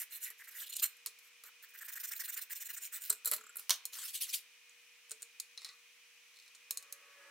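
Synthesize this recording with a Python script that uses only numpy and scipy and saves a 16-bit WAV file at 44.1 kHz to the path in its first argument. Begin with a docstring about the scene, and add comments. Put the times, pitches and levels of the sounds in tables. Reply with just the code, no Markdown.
"""Quick runs of dry scratching, clinks and a hard slap, over the steady whir of a workshop fan.
Close to the microphone pair, a little right of centre, a caliper jaw scratches a dyed knife blade on a stone
plate: tiny random slips drive resonances. The caliper is put down, the blade is laid flat and slid about, and
a steel scribe pricks and taps it: bursts of noise with dying modes. Near the end a distant motor swells,
made of wavering tones and a soft rush of noise."""
import sys
import numpy as np
from scipy import signal
from scipy.fft import rfft, irfft
from scipy.io import wavfile
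from scipy.ndimage import uniform_filter1d

SR = 44100
rng = np.random.default_rng(int(sys.argv[2]) if len(sys.argv) > 2 else 0)


def to_wav(s):
    """Save 16-bit WAV."""
    ch = np.atleast_2d(s).T  # columns
    pcm = np.round(np.clip(ch, -1, 1) * 32767)  # PCM
    wavfile.write(sys.argv[1], SR, pcm.astype(np.int16))


N = 321930
TIME = np.arange(N) / SR

# The shop, at a distance.
# fan noise, shape only: (frequency [Hz], density [dB per Hz])
FAN_SPECTRUM = [(30, -52), (60, -47), (110, -33.5), (200, -34.5), (310, -31), (450, -22.5), (750, -22),
                (1050, -12.5), (1500, -10.5), (2400, 2), (3500, -5.5), (5500, -9.5), (7500, -11.5),
                (11000, -14), (16000, -18)]
FAN_DB = -63  # rms of the fan noise
# hum of the fan: (frequency [Hz], mean level [dB])
FAN_TONES = [(120, -119), (248.5, -99), (479.5, -86), (958, -101)]
# fuzzy whistles of the fan: (frequency [Hz], width of each of two passes [Hz], level [dB])
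FAN_WHISTLES = [(2472, 29, -72), (2983, 62, -79.5), (5880, 1300, -74)]
# overall level of the distant motor: (time [s], level [dB])
MOTOR_LEVEL = [(6.5, -105), (6.8, -76), (7.0, -74.5), (7.14, -74), (7.22, -70), (7.3, -68.5)]
# tones of the motor: (multiple of its hum [-], relative level idling [dB], relative level under load [dB])
MOTOR_ORDERS = [(3, -20.5, -12), (4, -15, -19), (5, -6, -3.5), (8, -39, -9), (10, 0.5, -7),
                (11.2, -4.5, -3), (13, -35, -8), (15, -6, 4)]
# soft rush around the motor, shape only: (frequency [Hz], level [dB])
MOTOR_RUSH = [(40, -35), (120, -20), (250, -64), (450, 0.5), (750, -9), (1200, 0), (2000, 5), (3500, -17),
              (9000, -12), (16000, -34)]
LOAD_S, LOAD_RISE_S = 7.13, 0.13
# decay of the shop's tail: (frequency [Hz], t60 [s])
ROOM_DECAY = [(200, 0.054), (1500, 0.7), (6000, 0.23), (15000, 0.021)]

# The microphone pair and the place of the work.
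# shop sound, from all sides: (frequency [Hz], left-right correlation [-])
FAR_LIKENESS = [(60, 0.58), (200, .98), (400, 0.96), (700, 0.93), (1300, 0.74), (2400, 0.75), (4400, 0.13),
                (15000, 0.16)]
# work sound, close by: (frequency [Hz], left-right correlation [-])
NEAR_LIKENESS = [(100, 0.94), (500, .997), (1000, 1), (2200, 1), (4000, 0.8), (8000, 0.67), (14000, 0.67)]
# the work lies to the right: (frequency [Hz], right minus left [dB])
RIGHTWARD = [(1500, -2), (2500, 1), (5000, 0), (10000, 2.5), (16000, 2.5)]
EDGE_HZ = 15900  # upper edge of the recorder's band

# Blows, all as (time [s], level before the group's gain [dB], treble relative to level [dB],
# body relative to level [dB], t60 of the crack [s]); fingers on the thing shorten the crack.
# scribe and blade clink; columns as above
STEEL_TAPS = [(.7669, -38.5, 5, -38, 0.015), (.7971, -37, -7, -41, 0.016), (1.0609, -38.5, 5, -12, 0.019),
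              (1.0675, -40.5, -14, -13.5, 0.066), (3.8538, -36.5, 2, -21.5, 0.015),
              (5.3997, -34.5, -2.5, -24, 0.027), (6.5489, -53, -14, -12, 0.064),
              (6.7085, -32, 1, -17, 0.018), (6.7731, -34.5, -3, -23, 0.0091),
              (6.826, -52.5, -4, -13, 0.051), (6.9251, -41.5, 2, -28, 0.016)]
# the blade is rolled up on its edge; columns as above
EDGE_KNOCKS = [(5.5761, -40.5, -21, -16.5, 0.011), (5.618, -50.5, -13, -5.5, 0.025),
               (5.6466, -38, -11.5, -15.5, 0.028), (5.6585, -47, -12, -10, 0.071),
               (5.6898, -46, -23, -8, 0.0074)]
# the caliper slips off and lands; columns as above
CALIPER_KNOCKS = [(.3028, -54, 9, -4.5, 0.032), (.9675, -63, 2, -25, .03), (1.188, -59.5, 2, -31, 0.049),
                  (1.4368, -53.5, 3, -6.5, 0.036), (3.097, -46, 11, -4, 0.015),
                  (3.1005, -33, -7, -19.5, 0.0093), (3.1041, -37, -12, -11, 0.1),
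                  (3.1262, -44, 5.5, -8.5, 0.036), (3.2476, -42, 2, -15, 0.014),
                  (3.2571, -35.5, 8, -17.5, 0.0054), (3.2648, -46, -5, -3.5, 0.086),
                  (3.274, -36, 5, -14, 0.012), (3.281, -46, 4, -11, 0.15), (3.314, -36, 9, -12.5, 0.011),
                  (3.3201, -40, 3, -1, 0.037), (3.329, -43, -2, -4, 0.021), (3.3347, -35.5, 5.5, -8, 0.073),
                  (3.364, -45.5, 2.5, -18, .016), (3.381, -55.5, -7, 0.5, 0.053),
                  (3.5575, -58.5, 13, 2, .012), (3.5695, -53.5, 17.5, -10, 0.018),
                  (3.584, -53, -0.5, -7.5, 0.36), (3.595, -61, 19, -1, 0.037)]
# the blade slaps on the stone and settles; columns as above
BLADE_DROPS = [(3.6952, -17.5, -2.5, -9, 0.027), (3.7056, -10.5, -4.5, -14, 0.027),
               (3.717, -31, 1, -5, 0.08), (3.728, -31, 1, -6, 0.065), (3.739, -28.5, -10, -20, 0.032),
               (3.7575, -38, -1, -10, 0.042), (3.9327, -35, -4, -13, 0.034), (4.0856, -52, 6, -19, 0.029)]
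# the scribe's point catches and jumps; columns as above
POINT_SLIPS = [(4.695, -57, -12, -23, 0.019), (5.096, -54, -1, -27, 0.025), (5.109, -46, -3, -13.5, .02),
               (5.116, -36.5, -6, -18.5, 0.042), (5.211, -62, -10, -13, .015),
               (5.221, -45.5, 0, -18.5, 0.062), (5.2275, -41.5, -5, -22, 0.025)]
POINT_THUD_DB = -1.5  # the full weight of the hand comes down behind the point
HARD_BLOW_DB, THUD_GROWTH = -39.5, 0.38  # a softer blow loses its thud by so many dB per dB
# uneven ticks, as the blade is rolled on edge and the scribe feels for its place:
# (start [s], end [s], count [-], mean level before gain [dB], treble relative to level [dB])
RATTLES = [(5.584, 5.734, 24, -59.5, -13), (6.327, 6.479, 9, -58.5, -11)]
# the jaw springs off the blade's edge: (time [s], level of the ping [dB], pitch [Hz])
JAW_SNAPS = [(3.1009, -14.5, 12900), (3.1035, -11, 8480)]
SNAP_RISE_S, SNAP_RING_DB, SNAP_RING_T60 = 0.00027, -7, 0.018

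# Modes of the things struck, all as (frequency [Hz], relative level [dB], t60 [s]).
# scribe and blade in the hand; columns as above
STEEL_MODES = [(1230, -5.5, 0.066), (4120, 4, 0.055), (4480, 0, 0.04), (5230, 0, 0.04), (6750, 7, 0.06),
               (7800, 3, .06), (8600, 4, .06), (10420, 8, 0.045), (12700, 8, 0.035), (14200, -3, 0.022)]
# blade on its edge; columns as above
EDGE_MODES = [(1223, -10, 0.39), (1970, 1, 0.083), (2750, -17, 0.044), (3814, 3, 0.088), (4210, 9, 0.054),
              (4440, 0, 0.023), (5210, 7, 0.029), (6450, -7, 0.059), (8300, -14, 0.039), (10200, 2, 0.042)]
# caliper as it is knocked; columns as above
CALIPER_MODES = [(1170, -7, .05), (1380, -1, .06), (1650, -7, .05), (1980, -4, .05), (2850, -8, .04),
                 (3650, -9, .04), (4140, 0, .07), (7300, 2, .07), (7750, 0, .06), (8400, -5, .03),
                 (10300, -3, .06), (11450, -2, .04), (12600, -1, .03), (13350, -2, .06), (14400, -3, .03)]
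# frame of the caliper on its back; columns as above
FRAME_MODES = [(470, -18, .04), (1380, -2, .04), (1650, -8, .03), (2900, -12, .02), (7330, 0, .035),
               (7750, -3, .03), (10200, -9, .03), (13400, -8, .03)]
# blade flat on the stone; columns as above
FLAT_BLADE_MODES = [(1120, -3, .08), (1400, -5, .07), (1680, -5, .06), (2150, -2, .05), (2800, 0, .06),
                    (3075, 0, .07), (3930, 1, .07), (4430, -3, .07), (5280, -3, .09), (5650, -1, .08),
                    (6050, -2, .1), (6345, -4, .12), (8780, -6, .06)]
# scribe's point; columns as above
POINT_MODES = [(1520, -8, 0.055), (4180, -7, 0.045), (7060, 10.5, 0.012), (7880, 5.5, 0.015),
               (8720, 9.5, 0.015), (10300, 0, 0.028)]
# bench below; columns as above
BENCH_MODES = [(257, -4.5, 0.48), (448.2, 20, 0.19), (620, 18.5, 0.086)]
# stone plate; columns as above
PLATE_MODES = [(462, 13, 0.17), (615, 23, 0.089), (677, 24, 0.076)]
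ROCK_START_S, ROCK_S, ROCK_DB = 3.409, 0.028, -48.5  # first touch, spacing, level of the first touch

# shoves of the blade over the stone: (start [s], length [s], level [dB], relative speed [-])
SHOVES = [(3.919, 0.054, -47.5, 0.76), (3.965, 0.026, -46, 0.69), (4.002, 0.054, -47, 0.75),
          (4.075, 0.011, -48, 0.95), (4.128, 0.033, -46.5, 1.04), (4.202, 0.021, -41, 1.9),
          (4.264, 0.03, -47, 0.63), (4.325, 0.018, -39, 1.4)]
SHOVE_ATTACK_S, SHOVE_RELEASE_DB_PER_S = 0.024, 490
# scrape of stone grains and dye flakes, shape only: (frequency [Hz], level [dB])
GRIT_SPECTRUM = [(60, -81), (300, -69), (900, -48), (1600, -18.5), (2900, 3), (4600, 2), (6500, -2),
                 (8500, -1), (12000, 3.5), (16000, 0)]

# hiss of the jaw, shape only: (frequency [Hz], level [dB])
JAW_SPECTRUM = [(300, -80), (900, -63.5), (1500, -5.5), (2000, -8.5), (3300, -7.5), (5200, -10.5),
                (6300, -13.5), (7100, 0), (7700, -7.5), (8700, 2), (10500, -2.5), (12500, 6), (14800, 4),
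                (16000, -0.5)]
# resonances of the blade under the jaw: (frequency [Hz], width of each of two passes [Hz], level [dB])
BLADE_RESONANCES = [(2900, 600, 8), (3650, 400, 7), (4130, 330, 13.5), (6030, 380, 11), (7150, 650, 16.5),
                    (8250, 1500, 13.5), (10420, 720, 10), (12600, 700, 11), (15200, 400, 11)]
# how freely the blade rings under the jaw: (time [s], ring relative to the hiss [dB])
CONTACT = [(.28, -5.5), (.56, -11), (.64, -4), (.75, 9), (.835, 0), (1.45, -29), (2.1, -12.5), (2.65, -4),
           (3.05, -13.5)]
# runs of the jaw, to and fro: (start [s], end [s], strokes [-], slowing (below 0: hurrying) [-],
# first stroke [dB], last stroke [dB], chatter of the last pull [dB], base chatter pitch [Hz])
RUNS = [(0.097, 0.297, 2, -0.013, -39.5, -35.5, -54.5, 1820),
        (0.392, 0.537, 4, -0.12, -54.5, -49, -49, 1690), (0.658, 0.813, 5, 0.044, -45, -35.5, -47, 3350),
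        (1.735, 2.448, 18, 0.14, -49, -35.5, -45.5, 1610), (2.494, 2.794, 7, -0.26, -35, -38, -52, 1700),
        (2.914, 3.11, 2, 0.36, -37, -39, -50.5, 1630)]
# single pulls of the jaw, and at 1.21 s a faint rub of the hand made the same way: (start [s], length before
# lingering [s], hiss [dB], chatter [dB], base chatter pitch [Hz])
PULLS = [(-.02, 0.065, -35, -50.5, 1760), (.25, 0.083, -54.5, -52.5, 1790), (.375, 0.026, -54.5, -77, 1600),
         (.527, 0.11, -44, -53, 1690), (.585, 0.075, -43, -48.5, 3000), (.819, 0.035, -20, -47, 1260),
         (.852, 0.016, -29.5, -49, 1160), (1.21, 0.094, -65, -74, 1130), (1.442, 0.059, -54, -56, 1410),
         (1.621, 0.038, -47.5, -55.5, 1590), (1.675, 0.05, -61, -69, 1600),
         (2.804, 0.083, -38.5, -53, 2400)]
MOVING_SHARE = 0.93  # of each stroke, before lingering; for the rest the hand is turning round
SETTLING = 3.3  # power law by which the pressure settles over a run
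CHATTER_GROWTH = 0.53  # dB of chatter per dB of hiss
RETURN_HISS_DB, RETURN_CHATTER_DB = -1.5, -14  # on the way back the jaw trails: lighter and much smoother
SIZZLE_HZ, SIZZLE_HZ_PER_S = 11340, 1630  # the sizzle creeps up as the work goes on
STEEP_HZ = 2200  # a steeply held jaw chatters above this pitch, and more broadly
# widths of the chatter, each pass: (jaw held flat [Hz], held steeply [Hz])
CHATTER_WIDTHS_HZ = (640, 1500)


def amp(db):
    """Amplitude factor of a level in dB."""
    return 10 ** (np.asarray(db) / 20)


def unit(x):
    """Scales a signal to rms 1."""
    return x / np.sqrt(np.mean(x ** 2) + 1e-24)


def read(points, hz):
    """Reads a (frequency, value) table along a logarithmic frequency axis."""
    f, value = np.transpose(points)
    return np.interp(np.log(hz + 1), np.log(f + 1), value)


def curve(rows):
    """Draws each column of a table as straight lines over time."""
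    s, *columns = np.transpose(rows)
    return [np.interp(TIME, s, c) for c in columns]


def add(mix, s, sound):
    """Mixes a sound in at time s; one that began earlier is joined part-way."""
    sound = sound[..., max(-round(s * SR), 0):]
    part = mix[..., max(round(s * SR), 0):][..., :sound.shape[-1]]
    part += sound[..., :part.shape[-1]]


def colour(x, points):
    """Filters by a spectrum of (Hz, dB) points."""
    n = x.shape[-1]
    gain = amp(read(points, np.fft.rfftfreq(n, 1 / SR)))
    return irfft(rfft(x) * gain, n)


def wander(rate_hz):
    """Smooth random drift of rms 1: noise low-passed near rate_hz."""
    n = 2 ** 14
    hz = np.fft.rfftfreq(n, N / SR / n)
    slow = irfft(rfft(rng.standard_normal(n)) / (1 + (hz / rate_hz) ** 4), n)
    return unit(np.interp(TIME, np.linspace(0, N / SR, n), slow))


def microphone_pair(pair, likeness=NEAR_LIKENESS):
    """Gives two unrelated signals the left-right correlation of a sound at a microphone pair."""
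    n = pair.shape[-1]
    same = np.clip(read(likeness, np.fft.rfftfreq(n, 1 / SR)), 0, 1)
    mid, side = rfft(pair) * np.sqrt([(1 + same) / 2, (1 - same) / 2])
    return irfft([mid + side, mid - side], n)


def resonate(x, hz, width):
    """A resonance, of gain 1 at its centre, that can follow a pitch curve."""
    turn = np.exp(2j * np.pi * np.cumsum(hz * np.ones(N)) / SR)
    r = np.exp(-np.pi * width / SR)
    return 2 * (turn * signal.lfilter([1 - r], [1, -r], x / turn)).real


def band_ring(x, hz, width):
    """A resonance passed twice for steep skirts."""
    return resonate(resonate(x, hz, width), hz, width)


def fan():
    """Steady air noise with a low hum and a few fuzzy whistles, from all sides."""
    noise = microphone_pair(rng.standard_normal((2, N)), FAR_LIKENESS)
    out = amp(FAN_DB) * unit(colour(noise, FAN_SPECTRUM))
    for hz, db in FAN_TONES:
        tone = np.sin(2 * np.pi * hz * TIME + 0.35 * wander(1.9))
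        out += amp(db + 1.2 * wander(10.0)) * unit(tone)
    draught = microphone_pair(rng.standard_normal((2, N)), FAR_LIKENESS)
    for hz, width, db in FAN_WHISTLES:
        out += amp(db) * unit(band_ring(draught, hz, width))
    return out


def motor(hum_hz=112.6, rush_db=6):
    """A far machine in a soft rush: it idles, then takes load, and other multiples of its hum come forward."""
    load = np.clip((TIME - LOAD_S) / LOAD_RISE_S, 0, 1)
    lines = np.zeros(N)
    for k, idle_db, load_db in MOTOR_ORDERS:
        tone = np.sin(2 * np.pi * k * hum_hz * TIME + 0.08 * k * wander(12))
        lines += amp(idle_db + (load_db - idle_db) * load + 2.5 * wander(15)) * unit(tone)
    noise = microphone_pair(rng.standard_normal((2, N)), FAR_LIKENESS)
    rush = amp(rush_db) * unit(colour(noise, MOTOR_RUSH))
    return amp(curve(MOTOR_LEVEL)[0]) * (lines + rush)


def room(x, near_db=-13, near_t60=0.18, far_db=-21):
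    """Quick reflections from plate, hands and bench, then the faint tail of the shop, as decaying noise."""
    noise = microphone_pair(rng.standard_normal((2, SR // 2)), FAR_LIKENESS)
    hz, t, z = signal.stft(noise, SR, nperseg=256)
    far = signal.istft(z * amp(-60 * t / read(ROOM_DECAY, hz)[:, None]), SR, nperseg=256)[1]
    t = np.arange(far.shape[1]) / SR
    near = microphone_pair(rng.standard_normal(far.shape)) * amp(-60 * t / near_t60) * (t > .002)
    echo = amp(near_db) * unit(near) + amp(far_db) * unit(far * (t > .01))
    return signal.fftconvolve(x, echo / np.sqrt(len(t)), axes=1)[:, :N]


def ringing(modes, t, loose_db=2.0, split=0.026, count=8, crowd_hz=50):
    """Dying modes, each a close cluster; every blow lands elsewhere and so weighs them anew."""
    hz, db, t60 = np.repeat(modes, count, 0).T[:, :, None]
    phase, weight, detune, left, right = rng.standard_normal((5, len(hz), 1))
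    mode_hz = hz + (split * hz + crowd_hz) * detune
    decay = amp(db + loose_db * weight - 60 * t / t60)
    waves = decay * np.exp(2j * np.pi * (mode_hz * t + phase))
    skew = np.array([left, right]) * hz / 22000  # treble reaches the two microphones out of step
    return (np.exp(1j * skew[..., 0]) @ waves).real / np.sqrt(count)


def early(x, lo_hz, hi_hz, seconds):
    """One band of a blow, both channels scaled so that their mean has rms 1 over its first moments."""
    band = signal.butter(3, [lo_hz, min(hi_hz, .49 * SR)], "band", fs=SR, output="sos")
    x = signal.sosfilt(band, x)
    return x / np.sqrt(np.mean(x.mean(0)[:round(seconds * SR)] ** 2) + 1e-24)


def blows(rows, modes, ring_db, gain_db, clink_hz, snap_db, thud_db, base=BENCH_MODES, push_db=-50,
          thud_t60=0.0096, snap_t60=0.0028):
    """A snap and short crack of contact, the modes of the thing struck, and a thud in the base below."""
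    out, t = np.zeros((2, N)), np.arange(SR // 6) / SR
    for s, level_db, treble_db, body_db, crack_t60 in rows:
        noise = microphone_pair(rng.standard_normal((2, len(t))))
        contact = noise * (amp(-60 * t / crack_t60) + amp(snap_db - 60 * t / snap_t60))
        blow = contact + amp(ring_db) * ringing(modes, t)
        thud = ringing(base, t, loose_db=1, crowd_hz=4, count=1)
        thud = thud + 12 * noise * amp(-60 * t / thud_t60)
        softness_db = THUD_GROWTH * min(level_db + body_db - HARD_BLOW_DB, 0)
        clink = early(blow, clink_hz, 9000, .006) + amp(treble_db) * early(blow, 9000, 16000, .006)
        body = early(blow, 900, 3000, .008)
        body += amp(thud_db + softness_db) * early(thud, 200, 800, .016)
        body += amp(push_db) * early(thud, 25, 90, .016)
        add(out, s, amp(level_db + gain_db) * (clink + amp(body_db) * body))
    return out


def rattling(spread_db=3.0, body_db=-16, t60=0.044):
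    """Rows for blows(): faint steel ticks at uneven moments and of uneven strength."""
    rows = []
    for start, end, count, level_db, treble_db in RATTLES:
        for k in range(round(count)):
            s = start + (end - start) * (k + rng.random()) / round(count)
            rows.append((s, level_db + spread_db * rng.standard_normal(), treble_db, body_db, t60))
    return rows


def rocking(rise_s=0.0031, fade_db=0.8, count=4):
    """The caliper, once down, rocks on its back: each soft touch rings its frame, a little louder each time."""
    out, t = np.zeros((2, N)), np.arange(SR // 8) / SR
    for k in range(count):
        touch = np.minimum(t / rise_s, 1) * ringing(FRAME_MODES, t, loose_db=1.5, split=.03)
        add(out, ROCK_START_S + k * ROCK_S, amp(ROCK_DB + k * fade_db) * touch)
    return out


def snaps():
    """The jaw's tip springs free: a ping of a few cycles that swells and collapses, and a brief ring with it."""
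    out, t = np.zeros((2, N)), np.arange(SR // 20) / SR
    for s, db, hz in JAW_SNAPS:
        u = t / SNAP_RISE_S
        ping = (u * np.exp(1 - u)) ** 3 * np.sin(2 * np.pi * hz * t)
        ring = ringing([(hz, SNAP_RING_DB, SNAP_RING_T60)], t, loose_db=1.0, split=.04)
        add(out, s, amp(db) * (ping + np.minimum(u, 1) * ring))
    return out


def friction(slips_per_s, spread_db, smooth, body_t60=0.012, low_hz=650, shift_hz=25, count=4):
    """Tiny unequal slips over an even rub ring crowded modes of thin steel that change as the contact travels."""
    size = amp(spread_db * np.minimum(rng.exponential(1, N), 4)) * (rng.random(N) < slips_per_s / SR)
    slips = unit(size * rng.standard_normal((2, N)))
    rub = microphone_pair(slips + smooth * rng.standard_normal((2, N)))
    t = np.arange(SR // 50) / SR
    bodies = rng.standard_normal((count, 1, len(t))) * amp(-60 * t / body_t60)
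    places = np.array([wander(shift_hz) for _ in range(count)])
    places /= np.linalg.norm(places, axis=0)
    rung = np.zeros((2, N))
    for place, body in zip(places, bodies):
        rung += place * signal.oaconvolve(rub, body, axes=1)[:, :N]
    rub = unit(rub) + amp(-4.5) * unit(rung)
    return unit(signal.sosfilt(signal.butter(2, low_hz, "high", fs=SR, output="sos"), rub))


def shoving():
    """Level and speed of the sliding blade: each shove starts quickly, holds, and coasts to a stop."""
    level = np.zeros(N)
    for start, length, db, _ in SHOVES:
        release_db = SHOVE_RELEASE_DB_PER_S * np.maximum(TIME - start - length, 0)
        level += np.clip((TIME - start) / SHOVE_ATTACK_S, 0, 1) * amp(db - release_db)
    speed, = curve([(start + length / 2, speed) for start, length, _, speed in SHOVES])
    return level, speed


def sliding(dulling=3.26, rasp_hz=8200, rasp_db=-1, hiss_db=8.5, grumble_db=-35.0, drag_db=-17):
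    """Steel rides over the stone's grain; its rasp wanders, and a slow slide loses its hiss and grumbles."""
    level, speed = shoving()
    grains = friction(slips_per_s=5000, spread_db=2.0, smooth=0.9)
    grumble = unit(band_ring(grains, 3200 * speed ** 0.3 * amp(0.9 * wander(40)), 1700))
    grumble = grumble * amp(1.3 * wander(60))
    drag = unit(band_ring(grains, 1900 * speed ** 0.5 * amp(0.8 * wander(70)), 950)) / speed
    rasp = unit(band_ring(grains, rasp_hz * amp(1.3 * wander(18)), 2500))
    hiss = amp(hiss_db) * unit(colour(grains, GRIT_SPECTRUM)) + amp(rasp_db) * rasp
    hiss *= np.minimum(speed, 1) ** dulling
    flutter = amp(0.9 * wander(90) + 0.9 * wander(500))
    return level * flutter * (hiss + amp(grumble_db) * grumble + amp(drag_db) * drag)


def strokes():
    """All strokes, with the hand's faint rub, as (start, length, hiss dB, chatter dB, chatter Hz); in runs,
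    pulls and returns alternate."""
    rows = list(PULLS)
    for start, end, count, slowing, first_db, last_db, chatter_db, chatter_hz in RUNS:
        count = round(count)
        u = np.linspace(0, 1, count + 1)
        turns = start + (end - start) * (u + slowing * u * (u - 1))
        period = np.diff(turns)
        back = np.arange(count) % 2  # 1 on the way back
        press_db = (first_db - last_db) * np.linspace(1, 0, count) ** SETTLING
        starts = turns[:-1] + period * (1 - MOVING_SHARE) / 2
        hiss_db = last_db + press_db + back * RETURN_HISS_DB
        judder_db = chatter_db + CHATTER_GROWTH * press_db + back * RETURN_CHATTER_DB
        rows += zip(starts, period * MOVING_SHARE, hiss_db, judder_db, np.full(count, chatter_hz))
    return rows


def stroke_curves(edge=0.42, linger=0.1):
    """Hiss and speed, then chatter and level-weighted pitch (flat, steep): strokes speed up and slow down."""
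    hiss, speed = np.zeros((2, N))
    chatter, weighted_pitch = np.zeros((2, 2, N))
    for start, length, hiss_db, chatter_db, hz in strokes():
        u = np.arange(round(length * (1 + 2 * linger) * SR)) / (length * SR) - linger
        ramp = np.clip((np.minimum(u, 1 - u) + linger) / (edge + linger), 0, 1)
        push = np.sin(np.pi / 2 * ramp) ** 2
        judder = amp(chatter_db) * push * (2.0 - 1.33 * push)  # strongest at moderate speed
        steep = int(hz > STEEP_HZ)
        begin = start - linger * length
        add(hiss, begin, amp(hiss_db) * push)
        add(speed, begin, push)
        add(chatter[steep], begin, judder)
        add(weighted_pitch[steep], begin, hz * judder)
    return hiss, speed, chatter, weighted_pitch


def scratching(arch_hz=170, sizzle_db=-4, stray_hz=80, bite_db=-12, bite_hz=6200, flakes_db=-13):
    """The jaw's slips hiss and sizzle, ring the blade, chip off flakes of dye and chatter."""
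    hiss, speed, chatter, weighted_pitch = stroke_curves()
    ring_db, = curve(CONTACT)
    slips = friction(slips_per_s=4500, spread_db=2.5, smooth=1.0)
    ring = np.zeros((2, N))
    for hz, width, db in BLADE_RESONANCES:
        ring += amp(db + 1.5 * wander(14)) * band_ring(slips, hz, width)
    sizzle_hz = SIZZLE_HZ + SIZZLE_HZ_PER_S * TIME + 700 * wander(25)
    sizzle = unit(band_ring(slips, sizzle_hz, 2800))
    bite = band_ring(slips, bite_hz * amp(1.3 * wander(16)), 2400)
    bite = unit(bite) * amp(2.5 * wander(14))
    flakes = unit(colour(friction(slips_per_s=260, spread_db=3.0, smooth=0), GRIT_SPECTRUM))
    scrape = unit(colour(slips, JAW_SPECTRUM)) + amp(sizzle_db) * sizzle
    scrape += amp(bite_db) * bite + amp(flakes_db) * flakes + amp(ring_db) * unit(ring)
    scrape /= 1 + amp(ring_db)
    roughness = amp(0.7 * wander(130) + 1.2 * wander(600))
    out = amp(-5.0) * hiss * scrape * roughness
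    catches = friction(slips_per_s=2500, spread_db=0.5, smooth=0.6, body_t60=0.003)
    for level, weighted_hz, width in zip(chatter, weighted_pitch, CHATTER_WIDTHS_HZ):
        hz = uniform_filter1d(np.maximum(weighted_hz / (level + 1e-12), 1100), size=300)
        hz = hz + arch_hz * speed + stray_hz * wander(46)  # pitch arches up with speed
        out += amp(-2.5) * level * unit(band_ring(catches, hz, width))
    return out


def scene():
    """The work on the plate, close and mostly a little right of centre, in the hum of the shop."""
    work = scratching()
    work += blows(STEEL_TAPS, STEEL_MODES, ring_db=-19, gain_db=-3.5, clink_hz=3820, snap_db=-7.0,
                  thud_db=-15.0)
    work += blows(EDGE_KNOCKS + rattling(), EDGE_MODES, ring_db=-13, gain_db=-4.0, clink_hz=3300,
                  snap_db=-10, thud_db=-20)
    work += blows(CALIPER_KNOCKS, CALIPER_MODES, ring_db=-9.0, gain_db=-2.0, clink_hz=4200, snap_db=-9.5,
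                  thud_db=-9.5)
    work += snaps() + rocking()
    work += blows(BLADE_DROPS, FLAT_BLADE_MODES, ring_db=-13.5, gain_db=-13.5, clink_hz=3020, snap_db=-1,
                  thud_db=-20, base=PLATE_MODES)
    work += blows(POINT_SLIPS, POINT_MODES, ring_db=-4.0, gain_db=-3.0, clink_hz=3640, snap_db=-13,
                  thud_db=POINT_THUD_DB)
    lean_db = read(RIGHTWARD, np.fft.rfftfreq(N, 1 / SR))
    work = irfft(rfft(work) * amp([-lean_db / 2, lean_db / 2]), N)
    work += sliding()  # the blade slides in the middle
    return work + room(work) + fan() + motor()


def record(dry):
    """The recorder's band limit: a steep low-pass."""
    low_pass = signal.firwin(401, EDGE_HZ, window=("kaiser", 8), fs=SR)
    return signal.oaconvolve(dry, low_pass[None], "same")


dry = scene()
out = record(dry)
to_wav(out)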